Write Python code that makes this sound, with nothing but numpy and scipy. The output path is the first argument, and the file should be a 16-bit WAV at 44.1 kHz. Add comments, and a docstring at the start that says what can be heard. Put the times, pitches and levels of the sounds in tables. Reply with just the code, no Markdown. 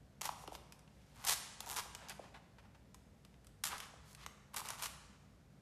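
"""A bare, echoing room with a hard plank floor, one microphone close to a puppy pawing at a piece of
vegetable. Its claws tick down toe after toe and rake over the wood grain in stick-slip bursts; soft
blows draw short falling chirps from the planks. Between the pounces, pads and fur scuff faintly.
The room rings on for about a second, and behind it all lie a low rumble and a mains hum."""
import sys
import numpy as np
from scipy import signal
from scipy.fft import rfft, irfft, next_fast_len
from scipy.io import wavfile
from scipy.ndimage import map_coordinates

SR = 44100
rng = np.random.default_rng(int(sys.argv[2]) if len(sys.argv) > 2 else 0)


def bounce(signal):
    """Save signal as a 16-bit WAV file at the path given by the first command-line argument."""
    frames = np.transpose(np.atleast_2d(signal))
    limited = np.clip(frames, -1, 1)
    pcm = np.round(limited * 32767).astype(np.int16)
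    wavfile.write(sys.argv[1], SR, pcm)


N = 247401


# The colour of a claw on wood, heard close. Each row: frequency in Hz, level in dB.
CLAW_COLOUR = [(100, -25.5), (400, -11), (590, -10), (800, -3.5), (1600, -2.5), (3000, -1.5), (5000, 0),
               (7500, -0.5), (11000, -3), (14000, -9)]
# Claws set down hard near the microphone. Each row: start in seconds, level in dB, relative treble in dB.
CLAW_TAPS = [(0.2103, -30, -13), (0.2152, -24.5, -13.5), (0.2543, -24.5, -14), (0.29, -32.5, -26),
             (0.4753, -38, -22), (0.5503, -33.5, -18), (0.722, -37.5, -14.5), (0.7912, -49, -16),
             (0.8759, -53.5, -29), (1.2489, -24.5, -3), (1.2694, -30, -11), (1.2866, -20.5, -15),
             (1.3134, -27, -13), (1.6041, -27, -11.5), (1.7126, -32, -8), (1.7632, -26.5, -14),
             (1.7681, -25, -10.5), (1.9487, -30, -19), (2.085, -35, -14), (2.0954, -31, -12.5),
             (2.9437, -41, -19), (3.2485, -45.5, -19.5), (3.341, -53, -25), (3.445, -50.5, -16),
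             (3.468, -43.5, -13.5), (3.6378, -22, -15), (3.7804, -33, -12), (3.8017, -29, -18.5),
             (4.1295, -46, -9), (4.148, -38.5, -17.5), (4.2621, -29.5, -18), (4.542, -34, -2),
             (4.5628, -26, 1), (4.6556, -34.5, -16), (4.6864, -26.5, -13.5), (4.7029, -26, -14.5),
             (4.8228, -26.5, -10), (4.8575, -28.5, -16)]

def taps(crest_db=10, neutral_treble_db=-13, treble_octaves=1.17, delay_s=.001,
         toe_gap_s=.0014, toe_loss_db=10.5):
    """Three toes tick in turn, each one softer."""
    out = np.zeros(N)
    for start, level_db, treble_db in CLAW_TAPS:
        tilt_db = (treble_db - neutral_treble_db) / treble_octaves
        snap = contact(CLAW_COLOUR, tilt_db, plank_note(start), plank_db=-2.5, width_hz=330, knee_hz=3030)
        for toe in range(3):
            sound = tick(snap, grit_db=-6, grit_t60=0.0014, chatter_db=-16.5, chatter_t60=0.027)
            gain = amp(level_db - crest_db - toe * toe_loss_db)
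            add(out, start + delay_s + toe * toe_gap_s, gain * sound)
    return out


def tick(snap, grit_db, grit_t60, chatter_db, chatter_t60):
    """A claw lands with a gritty tick and chatters briefly; the first millisecond has rms 1."""
    t = np.arange(SR // 25) / SR
    grit = amp(grit_db - 60 * t / grit_t60)
    chatter = amp(chatter_db - 60 * t / chatter_t60)
    force = (grit + chatter) * rng.standard_normal(len(t))
    force[0] = 1  # the first touch
    sound = signal.fftconvolve(force, snap)
    return sound / np.sqrt(np.mean(sound[:SR // 1000] ** 2))


RAKE_EDGE_DB = -7  # pressure at both ends of a rake, relative to its crest
# Claws dragged over the grain, close by. Each row: start in seconds, length in seconds, place of the
# crest from 0 to 1, level in dB, tilt in dB per octave, level of the catches above the rake in dB.
CLAW_RAKES = [ (0.211, 0.0098, 0.3, -48.5, -6.5, -10), (0.228, 0.051, 0.57, -47, -3.5, 7),
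              (0.517, 0.051, 0.6, -61.5, -1.5, 5), (1.15, 0.14, 0.97, -60, -5, 4.5),
              (1.24, .022, 0.57, -47.5, -3, -7), (1.264, 0.08, 0.41, -35, 0.27, -3.5),
              (1.662, 0.11, 0.4, -53, -7, 13.5), (1.761, .047, .6, -42, -3, 2),
              (3.637, 0.0064, 0.3, -36.5, 1.5, 0), (3.647, 0.044, 0.13, -42.5, 0.5, -2),
              (4.535, 0.022, 0.54, -51.5, -5.5, -1), (4.562, 0.046, 0.02, -46, -3, 7.5),
              (4.642, 0.12, 0.08, -53, -5, 3), (4.778, 0.062, 0.36, -54.5, -3, 5),
              (4.817, 0.054, .36, -44.5, -1, 3.5), ]

def rakes():
    """Claws stick and slip on the embossed grain, hundreds of times a second."""
    return slides(CLAW_RAKES, CLAW_COLOUR, plank_db=2.0, slips_hz=650, spread_db=3.8, hiss_db=-9,
                  edge_db=RAKE_EDGE_DB)


def catches(grooves_hz=144.5, jitter=.2, scatter_db=2, bright_db=1, bright_per_db=0.74, count=32):
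    """A raking claw ticks in groove after groove with the paw's pressure; harder catches are brighter."""
    out = np.zeros(N)
    for start, length, crest, db, tilt_db, catch_db in CLAW_RAKES:
        spacing, sizes = np.clip(rng.standard_normal((2, count)), -2, 2)
        gaps = np.exp(jitter * spacing) / grooves_hz
        ages = np.cumsum(gaps) - gaps[0]
        levels = db + catch_db + pressure_db(ages / length, crest, RAKE_EDGE_DB) + scatter_db * sizes
        catch_tilt_db = tilt_db + bright_db + bright_per_db * catch_db
        snap = contact(CLAW_COLOUR, catch_tilt_db, plank_note(start), plank_db=-2, width_hz=230)
        for age, level in zip(ages, levels):
            sound = tick(snap, grit_db=-6, grit_t60=.0012, chatter_db=-28, chatter_t60=.02)
            add(out, start + age, (age < length) * amp(level) * sound)
    return out


# Soft blows on the nearby planks. Each row: start in seconds, level in dB, middle pitch in Hz.
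PLANK_BLOWS = [(.290, -30.5, 952), (0.437, -45, 830), (.476, -42, 994), (0.478, -43, 473),
               (.520, -41.5, 694), (.550, -45.5, 780), (1.605, -44.5, 840), (1.671, -42.5, 770),
               (1.857, -45.5, 710), (2.193, -40.5, 628), (3.730, -34, 1090), (3.936, -51, 645),
               (4.2615, -47, 1094), (4.597, -45, 1050), (4.615, -42, 1000)]

def knocks(gain_db=-1.0, cycles=5.59, fall_hz=620, rough=0.27, grain_hz=900):
    """Higher bending waves cross a plank faster, so a blow arrives as a falling chirp."""
    out = np.zeros(N)
    for start, db, middle_hz in PLANK_BLOWS:
        length = cycles / middle_hz
        place = np.linspace(0, 1, int(length * SR))
        pitch_hz = middle_hz * np.exp(fall_hz / middle_hz * (.5 - place))
        phase = 2 * np.pi * np.cumsum(pitch_hz) / SR
        # joints between planks scatter the wave, which makes it uneven
        swell, drift = wobbles(place * length * grain_hz, count=32)
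        wave = (1 + rough * swell) * np.sin(phase + rough * drift)
        add(out, start, amp(db + gain_db) * wave * np.sin(np.pi * place))
    return out


# The colour of a soft pad on wood. Each row: frequency in Hz, level in dB.
PAD_COLOUR = [(100, -22), (400, -0.5), (800, 4.5), (1600, 2.5), (2800, -2.5), (5000, -10.5), (8000, -20),
              (14000, -31.5)]
# Scuffs and rubs, faint even this close. Each row: start in seconds, length in seconds,
# place of the crest from 0 to 1, level in dB, tilt in dB per octave.
PAD_SCUFFS = [ (0.360, 0.094, 0.8, -67, 14), (0.900, 0.32, 0.9, -75, 7.5), (1.615, 0.038, 0.9, -57.5, 1.5),
              (1.980, 0.15, 0.33, -60, 1.5), (2.090, 0.039, 0.36, -51, 4.5),
              (2.210, 0.085, 0.3, -64.5, 2.5), (2.340, 0.04, 0.1, -57.5, 1.5), (2.583, .023, 0, -62.5, 2.5),
              (2.625, 0.05, 0.53, -69.5, 0.5), (2.743, 0.021, 0.3, -66.5, 3),
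              (3.690, 0.084, 0.35, -48.5, 2.3), (3.805, 0.058, 0.5, -57, 5), (4.040, 0.11, 0.7, -68, 11.5),
              (4.172, 0.085, 0.82, -60.5, 5), ]

def scuffs():
    """Pads and fur brush the floor with a finer, duller friction that fades in and out."""
    return slides(PAD_SCUFFS, PAD_COLOUR, plank_db=3.5, slips_hz=1183, spread_db=0.5, hiss_db=-5.0,
                  edge_db=-9)


def slides(table, colour, plank_db, slips_hz, spread_db, hiss_db, edge_db):
    """Feet slide over the grain: every slip is a small contact with the plank."""
    out = np.zeros(N)
    for start, length, crest, db, tilt_db, *_ in table:
        force = stroke(length, crest, slips_hz, spread_db, hiss_db, edge_db)
        snap = contact(colour, tilt_db, plank_note(start + crest * length), plank_db, width_hz=330)
        add(out, start, amp(db) * signal.fftconvolve(force, snap / np.linalg.norm(snap)))
    return out


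def stroke(length, crest, slips_hz, spread_db, hiss_db, edge_db, softness=0.083, count=1024):
    """The force of a sliding foot: slips of uneven spacing and size over fine friction."""
    n = int(max(length, .004) * SR)
    onsets = np.cumsum(rng.gamma(2, .5, count)) * SR / slips_hz
    sizes = amp(spread_db * np.clip(rng.standard_normal(count), -2, 2))
    slips = np.bincount(onsets[onsets < n].astype(int), sizes[onsets < n], n)
    friction = amp(hiss_db) * rng.standard_normal(SR // 2)[:n]
    place = np.linspace(0, 1, n)
    touch = np.abs(np.sin(np.pi * place)) ** softness  # the foot settles and lifts off
    return unit((unit(slips) + friction) * touch * amp(pressure_db(place, crest, edge_db)))


def pressure_db(place, crest, edge_db):
    """A stroke presses harder up to its crest, then eases off; place runs from 0 to 1."""
    return np.interp(place, [0, np.clip(crest, .02, .98), 1], [edge_db, 0, edge_db])


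def contact(colour, tilt_db, plank_hz, plank_db, width_hz, knee_hz=1000, lag_s=.0012, size=1024):
    """One tiny impact: a snap and the plank's short ring, the lower tones arriving a little later."""
    hz = np.fft.rfftfreq(size, 1 / SR)
    octaves = np.log2(np.clip(hz, knee_hz, 10000) / 4000)
    spectrum = amp(along(colour, hz) + tilt_db * octaves)
    # minimum phase: nothing sounds before the touch
    cepstrum = irfft(np.log(spectrum))
    cepstrum[1:size // 2] *= 2
    cepstrum[size // 2 + 1:] = 0
    # bending waves: travel time falls with the root of frequency, scaled by lag_s at 1 kHz
    turns = lag_s * (2 * np.sqrt(1000 * hz) - hz * np.sqrt(1000 / hz[-1]))
    snap = np.exp(rfft(cepstrum) - 2j * np.pi * turns)
    ring = 1j * hz * width_hz / (plank_hz ** 2 - hz ** 2 + 1j * hz * width_hz)
    return irfft(snap * (1 + amp(plank_db) * ring))


# The floor under the paws as the puppy moves about. 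Each row: time in seconds, pitch in Hz.
PLANK_NOTES = [(.3, 895), (1.3, 860), (1.66, 770), (1.79, 1050), (2.0, 795), (2.7, 876), (3.65, 1150),
               (4.25, 1040), (4.6, 1000)]

def plank_note(time_s):
    """The pitch at which the floor rings where the paws are."""
    return np.interp(time_s, *np.transpose(PLANK_NOTES))


# How long the bare room rings. Each row: frequency in Hz, time to fall 60 dB in seconds.
ECHO_DECAY = [(200, 0.36), (500, 1.03), (1100, 1.27), (3000, 0.93), (7000, 0.97), (10000, 0.64),
              (13500, 0.24)]
# The colour of that ring at the microphone. Each row: frequency in Hz, level in dB.
ECHO_COLOUR = [(200, 12.5), (650, -0.5), (1100, 0), (2500, 2), (7000, -0.5), (10000, 2.5), (13500, 5.5)]

def room(paws, tail_db=-8, early_db=-14, early_t60=0.26, build_s=0.0009):
    """Near walls answer at once; the bare room rings on for about a second."""
    out = np.zeros(N)
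    step = SR // 10  # a fresh echo every tenth of a second keeps the room's ring smooth
    age = np.arange(SR) / SR
    build = 1 - np.exp(-age / build_s)
    for first in range(0, N, step):
        hz, t, noise = signal.stft(rng.standard_normal(SR), SR, nperseg=256)
        decay = amp(along(ECHO_COLOUR, hz)[:, None] - 60 * t / along(ECHO_DECAY, hz)[:, None])
        tail = signal.istft(noise * decay, SR, nperseg=256)[1][:SR] * build
        early = rng.standard_normal(SR) * amp(-60 * age / early_t60) * build
        answer = amp(tail_db) * tail / np.linalg.norm(tail) + amp(early_db) * early / np.linalg.norm(early)
        add(out, first / SR, signal.fftconvolve(paws[first:first + step], answer))
    return out


# Room tone at the microphone. Each row: frequency in Hz, relative level in dB.
AIR_COLOUR = [(15, -48), (25, -22), (40, -8), (64, -9), (207, -12.5), (344, -23.5), (529, -22.5),
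              (790, -27.5), (1030, -32), (2020, -35), (2560, -38.5), (2850, -39), (6720, -43), (13500, -50),
              (15000, -71)]

def room_tone(level_db=-64, low_cut_hz=45):
    """The still house gives a low rumble and a thin hiss."""
    noise = rng.standard_normal(N)
    air = filtered(noise, lambda hz: amp(along(AIR_COLOUR, hz)) * hz ** 6 / (hz ** 6 + low_cut_hz ** 6))
    return amp(level_db) * unit(air)


# An appliance in the background. Each row: frequency in Hz, typical rms level in dB.
HUM_TONES = [(59, -70), (118, -84), (147, -75), (200, -76.5)]

def mains_hum(waver_db=3.0, wander_turns=0.18, waver_hz=9):
    """An appliance hums, each tone wavering in level and phase."""
    out = np.zeros(N)
    t = np.arange(N) / SR
    for hz, db in HUM_TONES:
        swell, drift = wobbles(t * waver_hz, count=64)
        tone = np.sin(2 * np.pi * (hz * t + wander_turns * drift))
        out += np.sqrt(2) * amp(db + waver_db * swell) * tone
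    return out


def wobbles(position, count):
    """Two smooth curves, each through count random points, read at position."""
    return [map_coordinates(rng.standard_normal(count), [position]) for _ in range(2)]


def amp(db):
    """Decibels to gain."""
    return 10 ** (np.asarray(db) / 20)


def unit(x):
    """x at rms 1."""
    return x / np.sqrt(np.mean(x ** 2) + 1e-20)


def along(points, hz):
    """Read (Hz, value) points on a log frequency axis."""
    freqs, values = np.transpose(points)
    return np.interp(np.log(hz + 1), np.log(freqs), values)


def add(track, start_s, sound):
    """Mix a sound into a track at start_s."""
    part = track[max(round(start_s * SR), 0):][:len(sound)]
    part += sound[:len(part)]


def filtered(x, gain):
    """x times a gain that depends on frequency."""
    size = next_fast_len(N + SR // 2)
    hz = np.fft.rfftfreq(size, 1 / SR)
    return irfft(rfft(x, size) * gain(hz), size)[:N]


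def scene():
    """The paws close up, their echo around them and the house behind, in mono."""
    paws = taps() + rakes() + catches() + scuffs() + knocks()
    return (paws + room(paws) + room_tone() + mains_hum())[None]


def record(dry, top_hz=14100):
    """The recorder keeps nothing above its band limit."""
    return filtered(dry[0], lambda hz: 1 / np.sqrt(1 + (hz / top_hz) ** 160))[None]


dry = scene()
out = record(dry)
bounce(out)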